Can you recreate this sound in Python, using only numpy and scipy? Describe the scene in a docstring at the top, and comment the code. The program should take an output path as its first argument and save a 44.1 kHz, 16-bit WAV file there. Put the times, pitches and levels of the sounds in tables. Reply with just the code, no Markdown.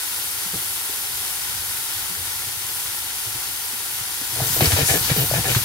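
"""At a gas stove, just above a metal pan: sliced onion and tomato fry, and after four seconds get stirred.
Countless tiny steam bursts, made as random clicks through resonances, sizzle and spit over the low flutter
of the burner, which is filtered noise. A silicone spatula scrapes in juddering slips and knocks in short
falling tones that ring the pan's modes. Dull low thuds are decaying tones, soft at first and firm once the
stirring starts; slices crunch, and wet food on hot metal lifts the sizzle and flares into hiss."""
import sys
import numpy as np
from scipy import signal
from scipy.fft import rfft, irfft, next_fast_len
from scipy.io import wavfile
from scipy.ndimage import uniform_filter1d

SR = 44100
rng = np.random.default_rng(int(sys.argv[2]) if len(sys.argv) > 2 else 0)


def digitize_waveform(pressure):
    """Quantize a signal to 16-bit integers and store it at the path in sys.argv[1].

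    Rows of a 2-D input are taken as channels; values are limited to [-1, 1].
    """
    field = np.atleast_2d(pressure).T
    bounded = np.clip(field, -1, 1)
    quanta = np.round(bounded * 32767).astype(np.int16)
    wavfile.write(sys.argv[1], SR, quanta)


N = 248724
T = np.arange(N) / SR  # s
# padded transform length and its frequencies, nudged off zero for the logarithm
SIZE = next_fast_len(N + SR // 2)
HZ = np.arange(SIZE // 2 + 1) * SR / SIZE + 1e-3
TOP_HZ = 15780  # upper edge of the whole sound

# colour of the fine sizzle: pitch_hz, relative_density_db_per_hz
SIZZLE_COLOUR = [(3000, -30), (6500, -14), (7400, -6), (8400, -.5), (9500, 0), (10900, 0), (12000, -2.7),
                 (13000, -3.2), (14300, -1.7), (15700, -1.5), (16500, -40)]
# colour of the coarse, wet fizz: pitch_hz, relative_density_db_per_hz
FIZZ_COLOUR = [(150, -21.5), (330, -8), (470, -8.5), (640, -13), (800, -4.5), (1150, -6.5), (2000, -1),
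               (2450, -2.5), (3300, 0.5), (4000, -2), (5000, -0.5), (6300, -1.5), (9000, -7), (15000, -21)]
# hollow of the pan that colours the fizz: pitch_hz, width_hz, level_db
PAN_HOLLOW = [(760, 47, -5.5), (924, 140, -7.5), (1380, 34, 4), (1477, 14, 4.5), (1847, 4, 4),
              (3743, 16, 1)]
# how hard the food is being turned as the spatula lifts and digs in: time_s, amount_0_to_1
STIRRING = [(3.85, 0.09), (4.22, 0.17), (4.39, 0.65), (4.48, 0.82)]
# wet clumps landing on hot metal: start_s, end_s, level_db, centre_hz, width_hz (of each of two filter passes)
FLARES = [(4.42, 4.482, -28, 13400, 3500), (4.446, 4.552, -27.5, 7550, 8000),
          (4.52, 4.63, -24.5, 13700, 3500), (4.62, 4.738, -23.5, 8100, 11300),
          (4.76, 4.81, -30, 13000, 7000), (4.75, 4.876, -29.5, 5600, 6000),
          (4.853, 4.937, -20.5, 8000, 7150), (4.936, 5.083, -27, 12800, 6500),
          (5.015, 5.07, -26.5, 5070, 5030), (5.145, 5.22, -25, 13800, 4000),
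          (5.246, 5.328, -33, 13600, 3500), (5.458, 5.55, -26, 7900, 8000), (5.49, 5.63, -30, 13100, 4994)]
# spatula strokes: start_s, end_s, rub_db, rub_hz, pitch_bend_share (over the stroke), rasp_db, rasp_hz,
# judder_db, judder_rate_hz (mean)
STROKES = [(4.354, 4.472, -36, 598, 0.03, -54, 1800, -31.5, 125),
           (4.558, 4.59, -33, 477, -0.008, -45, 1750, -34, 124.9),
           (4.612, 4.652, -25.5, 440, -0.097, -25.5, 2430, -25.5, 154.9),
           (4.701, 4.722, -32, 620, 0.04, -26, 1680, -30, 120),
           (4.768, 4.82, -25.5, 556, -0.06, -26.5, 2350, -25, 150),
           (4.882, 4.915, -28.5, 600, 0.0072, -24.5, 1870, -30, 125.1),
           (4.931, 4.96, -24.5, 460, -0.09, -27.5, 1750, -26, 150),
           (5.078, 5.112, -36, 585, 0.034, -25.5, 1840, -32, 130),
           (5.158, 5.22, -29, 380, -0.0545, -29, 2920, -23, 151.9),
           (5.335, 5.38, -27, 580, -0.017, -30.5, 1797, -24, 147.9),
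           (5.44, 5.47, -29, 721, -0.034, -28, 1800, -34, 140),
           (5.481, 5.517, -27.5, 540, 0.083, -26, 2800, -24, 144.8)]
# modes the pan rings with: pitch_hz, relative_level_db, t60_s
PAN_MODES = [(294, 8, 0.11), (338, 7, 0.09), (421, 6.5, 0.086), (476, 9, 0.066), (603, -1, 0.014),
             (683, 6.5, 0.06), (769, 5.5, 0.09), (1810, 10.5, 0.066), (1720, 7, 0.052), (2307, 12.5, 0.094),
             (2466, 7, 0.057), (2990, 8, 0.019), (3750, 12, 0.039), (4430, 10, 0.05)]
# spatula knocks: start_s, level_db, settled_pitch_hz, damping_width_hz, tick_db
KNOCKS = [(4.4035, -18, 650, 130, -31), (4.565, -27, 477, 130, -36), (4.6074, -9.5, 622, 180, -6),
          (4.612, -15, 350, 120, -28), (4.645, -20, 2150, 500, -14), (4.658, -6, 4100, 550, -11),
          (4.706, -26, 660, 110, -28), (4.7198, -23, 1600, 500, -11), (4.7645, -18, 520, 260, -12),
          (4.7885, -16, 640, 170, -20), (4.896, -17, 1700, 170, -12), (4.941, -19, 430, 160, -16),
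          (5.1008, -17, 480, 250, -11), (5.161, -24, 640, 160, -24), (5.3128, -15, 550, 189.7, -30),
          (5.3378, -15, 577, 180, -19), (5.3632, -19, 650, 200, -24), (5.452, -23, 640, 129.7, -25),
          (5.484, -20, 490, 150, -23), (5.5488, -13, 1300, 500, -8)]
# dull low thuds, soft at first, firm once the stirring starts:
# start_s, relative_level_db, settled_pitch_hz, t60_s, relative_squash_db
THUDS = [(0.453, -39, 188, 0.11, -50), (0.531, -30, 181, 0.13, -40), (0.553, -30, 114, 0.058, -44),
         (.572, -42, 129, 0.11, -49), (0.887, -40, 408, 0.11, -45), (2.09, -41.5, 175, 0.26, -47.5),
         (2.158, -36.5, 88, 0.59, -56), (2.469, -36, 120, .1, -47), (2.566, -36, 103, 0.12, -61),
         (3.262, -35.5, 108, 0.18, -47), (3.347, -33.5, 114, 0.11, -48), (3.729, -39.5, 240, 0.076, -55),
         (4.008, -33, 113, 0.088, -56), (4.213, -32.5, 278, 0.052, -40), (4.322, -35, 120, .2, -48),
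         (4.414, -21.5, 130, .1, -29.5), (4.619, -9.5, 136, 0.059, -27), (4.6686, -13, 85, .1, -34),
         (4.7304, -12.5, 92, .105, -31), (4.822, -18, 100, 0.097, -30), (4.908, -19.5, 96, .085, -32),
         (5.006, -27, 110, .12, -40), (5.113, -12.5, 128, 0.061, -28), (5.32, -22, 128, 0.088, -36),
         (5.386, -21, 120, 0.098, -38), (5.466, -27, 112, .07, -38), (5.5609, -11, 119, 0.084, -31)]
# roar of the gas flame: pitch_hz, relative_density_db_per_hz
FLAME_COLOUR = [(18, -34), (40, -1), (65, 3), (100, 6.5), (150, -1.5), (220, -13.5), (450, -21), (900, -34)]
# stereo image by pitch, nearly mono at 10-13 kHz: pitch_hz, left_minus_right_db, likeness_0_to_1
STEREO_IMAGE = [(94, 1.1, 0.97), (239, 3.5, 0.84), (417, 2, 0.64), (676, 6, 0.03), (950, 5, 0.88),
                (1420, 2.5, 0.33), (2000, 1.5, 0.25), (3050, 2, 0.34), (4450, 5, 0.36), (6000, 3, 0),
                (7800, 5, 0.56), (9960, -2.5, 0.35), (10130, 2, 1), (12900, -1, 1), (15000, 0.5, 0.45)]
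# stereo phase by pitch: pitch_hz, left_lead_rad
STEREO_PHASE = [(150, 0), (500, .4), (850, 0), (1400, .7), (2400, 2.8), (3300, 3), (4600, 0), (6300, 1),
                (7800, 2.4), (10500, .1), (13400, -.2), (15700, -2.5)]

# starting points for the frying layers, and how fast they sink as the food dries
SIZZLE_BASE_DB, FIZZ_BASE_DB, DRYING_DB_PER_S = -30, -33, 0.41
# lift from fresh food on the metal, per unit of stirring
STIR_SIZZLE_DB, STIR_FIZZ_DB = 6, 6
FLARE_RISE_S, FLARE_FALL_S = 0.02, 0.047
JUDDER_LAG_S = 0.013  # the blade starts to judder this long after a stroke begins
FLAME_DB = -50


def frying(fine_db=1.5, wet_db=3.0, spit_db=-15.5, pop_db=-15, grain_db=-10, flicker_db=0.5, heap_db=4.0):
    """Steam bursts through the oil: fine sizzle thickened by ringing grains, coarse fizz, spits and pops."""
    sizzle_db, fizz_db = frying_levels()
    fine, = spectra(SIZZLE_COLOUR)
    coarse, = spectra(FIZZ_COLOUR)
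    hollow = 1 + sum(undb(db) * resonance(hz, width) for hz, width, db in PAN_HOLLOW)
    sizzle = unit(filtered(bursts(16000, 2.6), undb(fine))) * undb(fine_db)
    fizz = unit(filtered(bursts(12000, 3.8), undb(coarse) * hollow)) * undb(fizz_db + wet_db)
    spits = unit(filtered(bursts(45, 2.9), resonance(7300, 9000))) * undb(spit_db)
    # larger blisters of juice pop, each at its own pitch
    pops = ringing_grains(count=300, ring_s=0.00088, spread_db=2.0, glide=.05, low_hz=1200, high_hz=7430)
    top = sizzle + spits + pops * undb(pop_db) + ringing_grains() * undb(grain_db)
    top = top * undb(sizzle_db) * undb(flicker_db * walk(14)) + flaring()
    # stirring heaps the wet food on the left
    heap = heap_db * stirring()
    wet = stereo(fizz * undb(flicker_db * walk(25.0))) * undb([heap / 2, -heap / 2])
    return stereo(top) + wet


def frying_levels():
    """Sizzle and fizz in dB: they sink as the food dries and rise with stirring."""
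    dried_db = DRYING_DB_PER_S * T
    sizzle_db = SIZZLE_BASE_DB - dried_db + STIR_SIZZLE_DB * stirring()
    fizz_db = FIZZ_BASE_DB - dried_db + STIR_FIZZ_DB * stirring()
    return sizzle_db, fizz_db


def stirring():
    """How hard the food is turned over time: nearly still at first, then rising to a steady stir."""
    return np.interp(T, *np.transpose(STIRRING))


def ringing_grains(count=2400, ring_s=0.0071, spread_db=3, glide=0.0093, low_hz=7000, high_hz=15000):
    """Brief ringing grains at random pitches that glide up slightly; two unrelated sets."""
    t = T[:SR // 30]
    when, tone, size, side = rng.random((count, 4)).T[:, :, None]
    hz = low_hz + (high_hz - low_hz) * tone
    level = undb(-spread_db * np.log(size + 0.045))
    grains = level * np.exp(-t / ring_s) * np.sin(2 * np.pi * hz * t * (1 + glide * t / t[-1]))
    # the second set lies after the first in one long row
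    where = (when * (N - len(t))).astype(int) + np.arange(len(t)) + N * (side > .5)
    return unit(np.bincount(where.ravel(), grains.ravel(), 2 * N).reshape(2, N))


def flaring():
    """Each wet clump that meets hot metal flashes into steam, with a hiss of its own colour."""
    steam = rfft(bursts(17000, 4.2), SIZE)
    out = 0
    for start, end, db, hz, width in FLARES:
        hiss = unit(irfft(steam * resonance(hz, width) ** 2, SIZE)[:, :N])
        out = out + hiss * gate(start, end, FLARE_RISE_S, FLARE_FALL_S) * undb(db)
    return out


def scraping(pan, rasp_width_hz=1000, wander=.16, grip=0.58, jerk_db=-4, jerk_spread_db=3.0,
             bite_s=0.0063, release_s=0.022):
    """The rubbery blade judders: jerks and fine slips ring a dull rub and a bright rasp that bend in pitch."""
    middles = [(row[0] + row[1]) / 2 for row in STROKES]
    rate = np.interp(T, middles, [row[-1] for row in STROKES])
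    turns = np.cumsum(rate * (1 + wander * walk(70))) / SR
    judder = np.cos(2 * np.pi * turns)
    shake = unit(judder * undb(2 * walk(56)))
    # one jerk per judder turn, and slips that bunch around it
    jerks = unit(np.diff(np.floor(turns), prepend=0) * undb(jerk_spread_db * rng.standard_normal(N)))
    slips = bursts(2500, 2.7) * (1 + grip * judder)
    slips[0] += jerks * undb(jerk_db)
    # the pan gives its phase here and its strength in rub and rasp
    slips = rfft(unit(slips), SIZE) * np.exp(1j * np.angle(pan))
    out = np.zeros((2, N))
    for start, end, rub_db, rub_hz, bend, rasp_db, rasp_hz, shake_db, _ in STROKES:
        rub = unit(np.abs(pan * resonance(rub_hz, rub_hz * 2.13) ** 2)) * undb(rub_db)
        rasp = unit(np.abs(pan * resonance(rasp_hz, rasp_width_hz))) * undb(rasp_db)
        ring = irfft(slips * np.hypot(rub, rasp), SIZE)[:, :N]
        # bent time slides the pitch along the stroke
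        travel = np.clip((T - start) / (end - start), 0, 1)
        bent = T + bend * (end - start) * travel * (travel - 1) / 2
        slid = np.array([np.interp(bent, T, part) for part in ring])
        out += slid * gate(start, end, bite_s, release_s)
        shaking = gate(start + JUDDER_LAG_S, end + JUDDER_LAG_S, bite_s, release_s / 2)
        out[0] += shake * shaking * undb(shake_db)
    return out


def pan_response(contact_db=-13):
    """The pan's modes, damped by the food, plus the dry crack of the contact itself."""
    # a mode's t60 sets its bandwidth
    modes = sum(undb(db) * resonance(hz, np.log(1000) / (np.pi * t60)) for hz, db, t60 in PAN_MODES)
    return modes / np.abs(modes).max() + undb(contact_db) * resonance(2470, 4200)


def knocking(pan, chatter_s=0.0026, chatter=0.04, tick_hz=3300, tick_width_hz=3000,
             sag=.2, sag_s=0.0028, pan_db=-6):
    """A short chattering push rings the blade, falling in pitch; the pan answers and a hard edge ticks."""
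    t = T[:SR // 4]
    out = np.zeros((2, N + len(t)))
    tick = irfft(pan * resonance(tick_hz, tick_width_hz) ** 2, SIZE)[:len(t)]
    metal = irfft(pan, SIZE)[:len(t)]
    for s, db, hz, width, tick_db in KNOCKS:
        push = chatter * rng.standard_normal((2, len(t))) * np.exp(-t / chatter_s)
        push[0, 0] += 1
        cycles = hz * np.cumsum(1 + sag * np.exp(-t / sag_s)) / SR
        blade = np.sqrt(t) * np.exp(-np.pi * width * t) * np.sin(2 * np.pi * cycles)
        ring = blade + undb(pan_db) * signal.fftconvolve(blade, metal)[:len(t)]
        ring = undb(db) * ring / np.abs(ring).max() + undb(tick_db) * tick / np.abs(tick).max()
        start = int(s * SR)
        out[:, start:start + len(t)] += signal.fftconvolve(push, ring[None], axes=1)[:, :len(t)]
    return out[:, :N]


def crunching(crunch_db=-15, crunch_hz=2000, width_hz=3200, bite_s=0.00083, hold_s=0.0097, release_s=0.021):
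    """A hard-edged knock crushes the slices caught under the blade: a brief, crisp crunch."""
    crush = sum(gate(s, s + hold_s, bite_s, release_s) * undb(tick_db) for s, _, _, _, tick_db in KNOCKS)
    colour = resonance(crunch_hz, width_hz) * resonance(crunch_hz, 4 * width_hz)
    return unit(filtered(bursts(3000, 1.4), colour)) * crush * undb(crunch_db)


def thudding(rise_share=0.053, sag=0.022, sag_s=0.0033, squash_hz=340, squash_width_hz=280,
             tail_hz=119, tail_db=-13, tail_rise_s=0.013, tail_t60_s=0.18):
    """Dull thuds: soft-edged low cycles that sag in pitch, a noisy squash and a low ringing tail."""
    t = T[:SR // 2]
    out = np.zeros(N + len(t))
    squash_level = np.zeros(N + len(t))
    squash = unit(filtered(rng.standard_normal(N), resonance(squash_hz, squash_width_hz) ** 2))
    tail_envelope = (1 - np.exp(-t / tail_rise_s)) * np.exp(-np.log(1000) * t / tail_t60_s)
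    tail = undb(tail_db) * tail_envelope * np.sin(2 * np.pi * tail_hz * t)
    for s, db, hz, t60, squash_db in THUDS:
        pitch = hz * (1 + sag * np.exp(-t / sag_s))
        swell = (1 - np.exp(-(t / (rise_share * t60)) ** 2)) * np.exp(-np.log(1000) * t / t60)
        swell = swell / swell.max()
        thud = swell * np.sin(2 * np.pi * np.cumsum(pitch) / SR)
        start = int(s * SR)
        out[start:start + len(t)] -= undb(db) * (thud + tail)
        squash_level[start:start + len(t)] += undb(squash_db) * swell
    return out[:N] + squash * squash_level[:N]


def shuddering(shudder_db=-32):
    """The pan rocks in small low jolts, harder as the food is pushed about."""
    rocking = (0.78 * resonance(58, 30) + resonance(106, 63)) * resonance(93, 123)
    return unit(filtered(bursts(220, 2.5), rocking)) * undb(shudder_db) * stirring() ** 2


def burner(flutter_db=2):
    """The gas flame flutters low under the pan: dark noise with a wandering level."""
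    colour, = spectra(FLAME_COLOUR)
    return unit(filtered(rng.standard_normal((2, N)), undb(colour))) * undb(FLAME_DB + flutter_db * walk(6.26))


def stereo(pair):
    """A middle and a side part become left and right, with level, likeness and phase set by pitch."""
    pan_db, likeness = spectra(STEREO_IMAGE)
    phase, = spectra(STEREO_PHASE)
    likeness = np.clip(likeness, 0, .995)
    mid, side = rfft(pair, SIZE) * np.sqrt([(1 + likeness) / 2, (1 - likeness) / 2])
    turn = undb(pan_db / 2) * np.exp(.5j * phase)
    return irfft([(mid + side) * turn, (mid - side) / turn], SIZE)[:, :N]


def bursts(rate, spread_db):
    """Two unrelated trains of random clicks (rate per second), most small and a few large."""
    chance, size = rng.random((2, N)), rng.standard_normal((2, N))
    sign = rng.choice([-1, 1], (2, N))
    return unit((chance < rate / SR) * sign * undb(spread_db * np.minimum(size, 3)))


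def walk(rate):
    """Random levels held 1 / rate s and slewed twice; spread near 1."""
    k = max(int(SR / rate), 2)
    steps = np.repeat(rng.standard_normal(N // k + 1), k)
    return 1.3 * uniform_filter1d(uniform_filter1d(steps, k), k)[:N]


def gate(start, end, bite_s, release_s):
    """Attack, hold and release of one push."""
    return np.clip((T - start) / bite_s, 0, 1) * np.exp(-np.maximum(T - end, 0) / release_s)


def resonance(hz, width):
    """Response of one damped mode, gain 1 at its centre."""
    return 1 / (1 + 1j * (HZ ** 2 - hz ** 2) / (HZ * width))


def filtered(x, response):
    """Pass a sound through a frequency response."""
    return irfft(rfft(x, SIZE) * response, SIZE)[..., :N]


def spectra(rows):
    """The columns of a table as functions of log frequency."""
    hz, *columns = np.transpose(rows)
    return [np.interp(np.log(HZ), np.log(hz), c) for c in columns]


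def undb(db):
    """Decibels to gain."""
    return 10 ** (np.asarray(db) / 20)


def unit(x):
    """Scale to rms 1."""
    return x / np.sqrt(np.mean(x ** 2))


def scene():
    """Frying food, spatula, pan and flame."""
    pan = pan_response()
    spatula = scraping(pan) + knocking(pan) + crunching()
    # the thuds reach both sides in the same polarity, a little louder on the left
    thuds = thudding() * undb([[.4], [-.4]])
    return frying() + stereo(spatula + shuddering() + burner()) + thuds


def record(dry):
    """A steep low-pass cuts the top."""
    return signal.sosfilt(signal.ellip(12, .1, 80, TOP_HZ, fs=SR, output="sos"), dry)


dry = scene()
out = record(dry)
digitize_waveform(out)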